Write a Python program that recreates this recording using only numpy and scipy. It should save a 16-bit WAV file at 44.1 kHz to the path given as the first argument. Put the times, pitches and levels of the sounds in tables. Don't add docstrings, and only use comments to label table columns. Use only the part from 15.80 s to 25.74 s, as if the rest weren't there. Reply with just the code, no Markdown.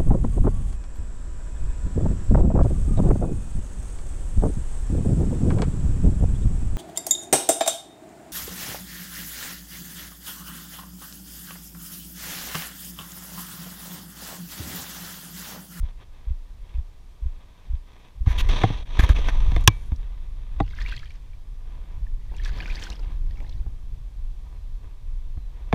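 import sys
import numpy as np
from scipy import signal
from scipy.fft import rfft, irfft, next_fast_len
from scipy.io import wavfile
from scipy.ndimage import map_coordinates

SR = 44100
rng = np.random.default_rng(int(sys.argv[2]) if len(sys.argv) > 2 else 0)


def materialize(psi):
    bounded = np.clip(np.atleast_2d(psi).T, -1, 1)
    quanta = np.round(bounded * 32767).astype(np.int16)
    wavfile.write(sys.argv[1], SR, quanta)


N = 438354

# (full-strength time [s], hold [s], splash send [dB], spray send [dB], slosh send [dB])
SURGES = [(4.989, 0.1747, -47, -57.5, -65.5), (6.663, 0.021, -48.5, -60, -67),
          (6.773, 0.045, -44, -63, -50.5), (6.934, 0.1013, -43.5, -50.5, -51.5),
          (7.543, 0.173, -61, -69, -61)]
# (time [s], level [dB])
TAIL_SLAPS = [(5.0, -43), (5.082, -42.5), (6.634, -45.5), (6.654, -40), (6.675, -46), (7.021, -42)]
# (peak time [s], level [dB])
GULPS = [(6.525, -47), (6.771, -52), (7.095, -46), (7.19, -51), (7.609, -51.5)]
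# (frequency [Hz], gain [dB])
SHEET_EQ = [(700, -8.5), (1000, -5.5), (1350, -2.5), (1700, 2.5), (2400, -3.5), (3500, -2), (4700, -7.5),
            (6200, -24), (9000, -34)]
SPRAY_EQ = [(3000, -3), (4800, -1.5), (6300, -2.5), (8000, -10.5), (11000, -16), (15000, -19)]
SLOSH_EQ = [(70, -6), (150, 7.5), (350, 2), (600, -3), (1000, -1.5), (1500, -34.5)]
# (time [s], relative level [dB], pitch [Hz])
DROPS = [(4.934, -39.5, 1558), (4.987, -29, 1714), (5.0151, -30, 1810), (5.051, -34, 1960),
         (5.0617, -26, 2268), (5.123, -26.5, 1550), (5.165, -32.5, 4260), (5.178, -32, 3172),
         (5.231, -38, 1692), (5.2571, -40.5, 3094), (5.306, -38, 2264), (5.533, -48, 2300),
         (6.2672, -43.5, 1736), (6.583, -38, 3216), (6.5975, -35.5, 1773), (6.659, -31, 1666),
         (6.692, -34.5, 1506), (6.8028, -26.5, 2368), (6.8026, -30.5, 1676), (6.858, -28, 2327),
         (6.9558, -27.5, 4360), (6.968, -37, 1707), (7.1016, -30, 4090), (7.194, -41, 4910),
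         (7.5089, -46, 1845), (7.6053, -44.5, 2170), (7.6455, -47.5, 1777), (7.696, -40, 4110),
         (7.726, -43, 3515)]
# (time [s], level [dB], band centre [Hz])
DROPLET_TICKS = [(4.161, -50, 5080), (4.879, -47, 2700), (4.909, -47, 4150), (5.164, -38.5, 3600),
                 (5.192, -44, 4500), (5.307, -47, 3240), (6.566, -49, 6610), (6.637, -48, 5200),
                 (6.649, -36, 4947), (6.949, -36.5, 3000), (7.038, -34.5, 5200), (7.1023, -38.5, 5560),
                 (7.1286, -40.5, 3400), (7.509, -49, 3985), (7.6038, -44.5, 1900), (7.694, -46.5, 4580)]
# (time [s], level [dB], contact cut-off [Hz], low-mode boost [dB])
KNOCKS = [(2.472, -32, 1480, 9), (2.8353, -15.5, 2290, -6), (2.8381, -7, 970, -1), (2.901, -26, 790, 7.5),
          (3.192, -36, 4470, 19), (3.2932, -31, 3970, 11.5), (3.718, -32.5, 3500, 11),
          (3.763, -20, 2570, 1.5), (3.878, -10, 299.6, 3), (4.119, -39, 1900, 13.5), (4.802, -15, 1342, -4),
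          (4.8049, -12, 720, 1.5), (7.863, -40.5, 750, 4.5), (9.573, -45, 1201, 8.5),
          (9.927, -12.5, 1674, -19), (9.9315, -13.5, 920, 4.5)]
# (frequency [Hz], relative level [dB], t60 [s])
CASE_MODES = [(106, -0.5, 0.12), (182, -2.5, 0.0512), (302, -7, 0.059), (465, -7.5, 0.041),
              (659, -3.5, 0.025), (797.5, -3.5, 0.049), (1132, -4.5, 0.02), (1687, -5, 0.018),
              (2146, -5, 0.025), (2530, -10, 0.017), (3495, -3.5, 0.032), (4200, -12, 0.0072),
              (5740, -15.5, .014)]
MOUNT_MODES = [(1081, -3, 0.024), (1660, -10, 0.02), (2824, -4, 0.012), (3373, -2, 0.014),
               (5730, 0, 0.0085)]
# (frequency [Hz], gain [dB])
SNAP_EQ = [(60, -6), (180, 2), (500, -8), (800, -4.5), (1100, 7), (1500, -8), (3000, 3), (4500, -5.5),
           (5800, -0.5), (8000, -14), (10000, -14.5), (12500, -16), (15000, -9)]
# (centre [Hz], width [Hz], gain [dB])
CASE_HOLLOW = [(986.6, 65, 6.5), (1200, 110, 3.5), (1369, 120, -9), (2657, 270, 3), (2850, 380, -5.5),
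               (3284, 230, 2), (4130, 120, -7), (4230, 157, 3.5), (5870, 345.2, 4), (7660, 340, -3)]
# (time [s], length [s], starting level [dB], swell [dB/s], rasp [Hz])
RUBS = [(2.458, 0.2434, -41.5, -6.5, 2010), (2.687, 0.1186, -32.5, -8.5, 4640),
        (2.798, 0.241, -32.5, -63, 3490), (3.051, 0.1575, -53, 104.5, 3400),
        (3.188, 0.1511, -35, -27.5, 3000), (3.344, 0.1692, -37, -21, 2800), (3.506, 0.328, -41.5, -12, 994),
        (3.877, 0.23, -44.5, -110, 500)]
# (time [s], length [s], level [dB], rasp [Hz])
SCRAPES = [(2.461, 0.0823, -43.5, 1940), (2.575, 0.0456, -30.5, 3060), (3.187, 0.0282, -29.5, 1790),
           (3.213, 0.0468, -35.5, 1900), (3.286, 0.0435, -39, 1790), (3.469, 0.038, -43, 1700),
           (3.804, 0.0123, -48, 10000), (3.838, 0.0079, -47.5, 8000), (3.894, 0.227, -62.5, 9210)]
# (time [s], level [dB], rasp [Hz])
SNAGS = [(0.892, -55.5, 3000), (0.947, -54.5, 2500), (1.95, -56, 3000), (2.69, -34.5, 2740),
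         (2.708, -30, 3420), (2.765, -29.5, 3400), (2.8142, -34, 2500), (3.171, -36.5, 1150),
         (3.238, -25.5, 1000), (3.1912, -25, 1700), (3.2915, -26, 1710), (3.3604, -29, 2730),
         (3.387, -32, 450), (3.4858, -25.5, 1740)]
# (middle time [s], length [s], level [dB], low-pass cut-off [Hz])
SHUFFLES = [(0.067, 0.138, -54, 5000), (0.211, 0.107, -55, 5000), (0.421, 0.364, -61, 4500),
            (0.925, 0.27, -57.5, 4500), (1.691, 1, -61.5, 4500), (2.199, 0.359, -54.5, 6000),
            (3.845, 0.09, -55, 6985), (4.286, 0.688, -58.5, 4040), (4.718, 0.484, -57.5, 4000),
            (6.022, 0.65, -56, 1572), (7.287, 0.257, -53, 2500), (8.714, 0.22, -59, 1100),
            (9.082, 0.191, -58, 1100), (9.927, 0.654, -55, 1699)]
# (frequency [Hz], gain [dB])
CLOTH_EQ = [(150, 4.5), (400, -1), (1000, -2.5), (1500, -6), (3700, -5.5), (4800, -21), (6200, -17),
            (7600, -32.5), (9100, -27), (10400, -42.5), (15000, -43.5)]
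SCRAPE_EQ = [(250, -4.5), (600, -8.5), (1300, 0.5), (3700, -3), (5000, -12), (6600, -10), (8500, -21.5),
             (10000, -14.5), (11200, -22.5), (12500, -15.5), (15000, -26)]
# (time [s], level [dB], pitch [Hz])
SHOVES = [(2.407, -15.5, 45.5), (2.469, -6, 67), (2.501, -10, 41), (2.579, -20, 42.7), (3.189, -6.5, 48),
          (3.231, -5.5, 56.4), (3.296, -3, 49), (3.878, -5.5, 80.46), (4.119, -12.5, 59),
          (7.862, -24.5, 48.6), (9.569, -23, 55.8)]
# (time [s], relative level [dB])
RUMBLE_RIDE = [(2.3, -48), (2.42, -31.5), (2.59, -23), (3.1, -35.5), (3.44, -21.5), (3.8, -21),
               (3.92, -31.5), (4.65, -38), (5.019, -30), (5.65, -42), (6.6, -31.5), (7.9, -31.5),
               (8.78, -38), (9.88, -38.5)]
# (frequency [Hz], gain [dB])
RUMBLE_EQ = [(12, -7.5), (27, 5), (42, -1.5), (70, -12.5), (115, -21), (200, -39), (400, -47.5),
             (900, -76.5)]
HUSH_EQ = [(100, 0), (300, -9), (600, -12.5), (1150, -14), (1400, -19), (3600, -19.5), (4500, -23.5),
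           (8000, -29), (15000, -35.5)]
# (time [s], length [s], start pitch [Hz], end pitch [Hz], level [dB])
CHIRPS = [(8.74, 0.1326, 4250, 4006, -73.5), (9.516, 0.2, 4440, 3940, -72)]

RASP_WIDTH = 0.4


def splashes():
    splash, spray, slosh, slap, gulp = np.zeros((5, N))
    for s, hold, splash_db, spray_db, slosh_db in SURGES:
        throw = surge(s, hold, fall_db_per_s=84.5)
        splash = np.maximum(splash, amp(splash_db) * throw)
        spray = np.maximum(spray, amp(spray_db) * throw)
        slosh = np.maximum(slosh, amp(slosh_db) * surge(s, hold, fall_db_per_s=52))
    t = clock(.2)
    slap_attack_s, slap_t60_s, gulp_rise_s = 0.0011, 0.0644, 0.0129
    for s, db in TAIL_SLAPS:
        add(slap, s, amp(db - 60 * t / slap_t60_s) * (1 - np.exp(-t / slap_attack_s)))
    for s, db in GULPS:
        add(gulp, s - gulp_rise_s, amp(db) * t / gulp_rise_s * np.exp(1 - t / gulp_rise_s))
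    spurts = amp(2.1 * wobble(55))
    cloud = bubble_cloud(count=1100, centre_hz=2549.5, spread=0.3643, cycles=51.6, size_db=7)
    sheet = coloured(crackle(rate=5000, spread_db=3), SHEET_EQ, CASE_HOLLOW)
    fizz = bubble_cloud(count=1700, centre_hz=4850, spread=0.44, cycles=27, size_db=6)
    mist = coloured(fizz + crackle(rate=4000, spread_db=6), SPRAY_EQ)
    churn = coloured(crackle(rate=1800, spread_db=0), SLOSH_EQ)
    thrown = splash * (amp(-3) * cloud + amp(-5) * sheet) + amp(-2.5) * spray * mist
    slapped = slap * (sheet + amp(-8.5) * mist)
    low_end = (amp(3.5) * slosh + gulp) * churn
    return spurts * thrown + slapped + low_end


def surge(s, hold, fall_db_per_s, rise_db_per_s=94):
    t = np.arange(N) / SR
    return amp(-rise_db_per_s * np.maximum(s - t, 0) - fall_db_per_s * np.maximum(t - s - hold, 0))


def bubble_cloud(count, centre_hz, spread, cycles, size_db):
    first, last = SURGES[0][0] - .2, SURGES[-1][0] + .3
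    start, pitch, size = rng.random(count), rng.standard_normal(count), rng.exponential(size=count)
    hz = np.clip(centre_hz * np.exp(spread * pitch), 1250, 9000)[:, None]
    out, t = np.zeros(N), clock(.015)
    rings = amp(size_db * np.minimum(size, 3))[:, None] * bubble(t, hz, cycles, rise=0.116)
    positions = (start * (last - first) * SR).astype(int)[:, None] + np.arange(len(t))
    add(out, first, unit(np.bincount(positions.ravel(), rings.ravel())))
    return out


def bubble(t, hz, cycles, rise):
    age = t * hz / cycles
    bend = 1 + rise * np.minimum(age, 2) / 2
    return np.sin(2 * np.pi * hz * t * bend) * amp(-60 * age) * (1 - np.exp(-t * hz))


def drops():
    out, t = np.zeros(N), clock(0.034)
    for s, db, hz in DROPS:
        plink = amp(-10) * smack(t, hz) + bubble(t, hz, cycles=54, rise=0.14)
        add(out, s, amp(db - 0.5) * plink)
    for s, db, hz in DROPLET_TICKS:
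        add(out, s, amp(db) * smack(t, hz))
    return out


def smack(t, hz, t60_s=0.0171):
    band = [(hz / 2.5, -18), (hz * .8, -2), (hz * 1.15, 0), (hz * 1.7, -18), (hz * 3, -34)]
    return coloured(rng.standard_normal(len(t)), band) * amp(-60 * t / t60_s)


def case_knocks():
    out, t = np.zeros(N), clock(.15)
    hz, level, t60 = np.transpose(CASE_MODES)[:, :, None]
    polarity = (-1) ** np.arange(len(hz))[:, None]
    for s, db, cut_hz, boom_db in KNOCKS:
        mode_db = level + rng.standard_normal(hz.shape) + boom_db * (hz < 400)
        strength = amp(mode_db) / np.sqrt(1 + (hz / cut_hz) ** 4)
        detune = 1 + 0.039 * rng.standard_normal(hz.shape)
        modes = polarity * strength * amp(-60 * t / t60) * np.sin(2 * np.pi * hz * detune * t)
        burst = rng.standard_normal(len(t)) * amp(-60 * t / 0.023)
        crack = signal.lfilter(*signal.butter(2, cut_hz, fs=SR), burst)
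        add(out, s, amp(db) * (modes.sum(axis=0) + crack))
    return out


def mount_snap(time_s):
    out, t = np.zeros(N), clock(.2)
    burst = coloured(rng.standard_normal(len(t)), SNAP_EQ)
    low = filtered(burst, lambda hz: 1 / (1 + (hz / 3500) ** 4))
    high = filtered(burst, lambda hz: hz > 7500)
    mid = burst - low - high
    crack = high * amp(9.5 - 60 * t / 0.008) + mid * amp(4 - 60 * t / 0.016)
    modes = sum(amp(db - 60 * t / t60) * np.sin(2 * np.pi * hz * t) for hz, db, t60 in MOUNT_MODES)
    clack = amp(6) * (low * amp(-60 * t / 0.021) + modes) * (1 - np.exp(-t / 0.00046))
    beating_pair = np.sin(2 * np.pi * 2300 * t) + amp(-12) * np.sin(2 * np.pi * 2365 * t)
    ring = amp(-35 - 60 * t / 0.26) * beating_pair
    add(out, time_s, crack + clack + ring)
    return out


def heartbeat(count, first_s=-0.00671, period_s=0.476, gap_s=0.036):
    out, t = np.zeros(N), clock(.2)
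    rocking = np.sin(2 * np.pi * 27 * t) * amp(-4 - 60 * t / 0.46)
    for s in first_s + period_s * np.arange(count):
        add(out, s, amp(-2) * thud(hz=41.2, damping=1.7))
        add(out, s + gap_s, thud(hz=49.37, damping=1.66) + rocking)
    return amp(-16.5) * out


def body_shoves():
    out = np.zeros(N)
    for s, db, hz in SHOVES:
        add(out, s, amp(db) * thud(hz, damping=2.6))
    return out


def thud(hz, damping):
    cycles = clock(.2) * hz
    swing = np.sin(2 * np.pi * cycles) * cycles * np.exp(-damping * cycles ** 2)
    return swing / np.abs(swing).max()


def jacket_rubs(rasp_db=3, fade_s=0.0091):
    out = np.zeros(N)
    slips = crackle(rate=9000, spread_db=0.5) * amp(1.6 * wobble(150))
    catches = amp(-11.5) * crackle(rate=230, spread_db=-1)
    friction = slips + catches
    for s, length, db, swell, hz in RUBS:
        t = clock(length)
        bells = CASE_HOLLOW + [(hz, RASP_WIDTH * hz, rasp_db)]
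        stroke = coloured(friction[int(s * SR):][:len(t)], CLOTH_EQ, bells)
        fades = np.clip(np.minimum(t, length - t) / fade_s, 0, 1)
        add(out, s, amp(db + swell * t) * fades * stroke)
    judder = amp(0.5 * wobble(55))
    return out * judder


def jacket_scrapes(snag_t60_s=0.0744):
    out = np.zeros(N)
    for s, length, db, hz in SCRAPES:
        stroke = rasp(length, hz, SCRAPE_EQ)
        add(out, s, amp(db) * signal.windows.tukey(len(stroke), .5) * stroke)
    for s, db, hz in SNAGS:
        add(out, s, amp(db - 60 * clock(snag_t60_s) / snag_t60_s) * rasp(snag_t60_s, hz, CLOTH_EQ))
    return out


def rasp(length, hz, eq, boost_db=9):
    slips = crackle(rate=5500, spread_db=2.5, size=int(length * SR))
    return coloured(slips, eq, CASE_HOLLOW + [(hz, RASP_WIDTH * hz, boost_db)])


def jacket_shuffles():
    out = np.zeros(N)
    slips = crackle(rate=7000, spread_db=2) * amp(2.5 * wobble(35))
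    catches = amp(-5) * crackle(rate=70, spread_db=-2)
    crinkle = coloured(slips + catches, CLOTH_EQ, CASE_HOLLOW)
    for s, length, db, muffle_hz in SHUFFLES:
        gate = np.zeros(N)
        add(gate, s - length / 2, signal.windows.tukey(int(length * SR), .8))
        muffled = signal.lfilter(*signal.butter(1, muffle_hz, fs=SR), crinkle)
        out += amp(db) * gate * unit(muffled)
    return out


def rumble():
    ride_db = np.interp(np.arange(N) / SR, *np.transpose(RUMBLE_RIDE))
    flutter_db = 0.8 * wobble(3.7) + 1.9 * wobble(8.2)
    return amp(ride_db + 5.5 + flutter_db) * coloured(rng.standard_normal(N), RUMBLE_EQ)


def shore_hush():
    bells = [(hz, width, .5 * db) for hz, width, db in CASE_HOLLOW]
    return amp(-58.5 + 0.4 * wobble(3.3)) * coloured(rng.standard_normal(N), HUSH_EQ, bells)


def bird():
    out = np.zeros(N)
    for s, length, start_hz, end_hz, db in CHIRPS:
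        progress = clock(length) / length
        hz = end_hz + (start_hz - end_hz) * (1 - progress) ** 2
        envelope = amp(db) * np.sqrt(np.sin(np.pi * progress))
        add(out, s, envelope * np.sin(2 * np.pi * np.cumsum(hz) / SR))
    return out


def amp(db):
    return 10 ** (np.asarray(db) / 20)


def unit(x):
    return x / np.sqrt(np.mean(x ** 2) + 1e-20)


def clock(seconds):
    return np.arange(int(seconds * SR)) / SR


def add(track, s, sound):
    part = track[max(int(s * SR), 0):][:len(sound)]
    part += sound[:len(part)]


def wobble(rate):
    knots = np.arange(N) * rate / SR
    coarse = knots[::32]
    heights = rng.standard_normal(int(knots[-1]) + 4)
    return np.interp(knots, coarse, map_coordinates(heights, [coarse]))


def filtered(x, response):
    size = next_fast_len(len(x) + 8192)
    return irfft(rfft(x, size) * response(np.fft.rfftfreq(size, 1 / SR)), size)[:len(x)]


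def coloured(x, eq, bells=()):
    eq_hz, eq_db = np.transpose(eq)
    grid = np.geomspace(5, SR / 2, 1500)
    db = np.interp(np.log(grid), np.log(eq_hz), eq_db)
    db += sum(gain * np.exp(-2 * ((grid - centre) / width) ** 2) for centre, width, gain in bells)
    return unit(filtered(x, lambda hz: np.interp(hz, grid, amp(db))))


def crackle(rate, spread_db, size=N):
    hit = rng.random(size) < rate / SR
    push = rng.standard_normal(size)
    return unit(hit * push * amp(spread_db * np.minimum(np.abs(push), 2)))


def scene():
    low_end = heartbeat(count=5) + body_shoves() + rumble()
    cloth = jacket_rubs() + jacket_scrapes() + jacket_shuffles()
    hits = case_knocks() + mount_snap(time_s=3.8757)
    water = splashes() + drops()
    return (water + hits + cloth + low_end + shore_hush() + bird())[None]


def record(dry):
    band_limit = signal.cheby1(12, .2, 15400, fs=SR, output="sos")
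    return signal.sosfilt(band_limit, np.clip(dry, -1, 1))


dry = scene()
out = record(dry)
materialize(out)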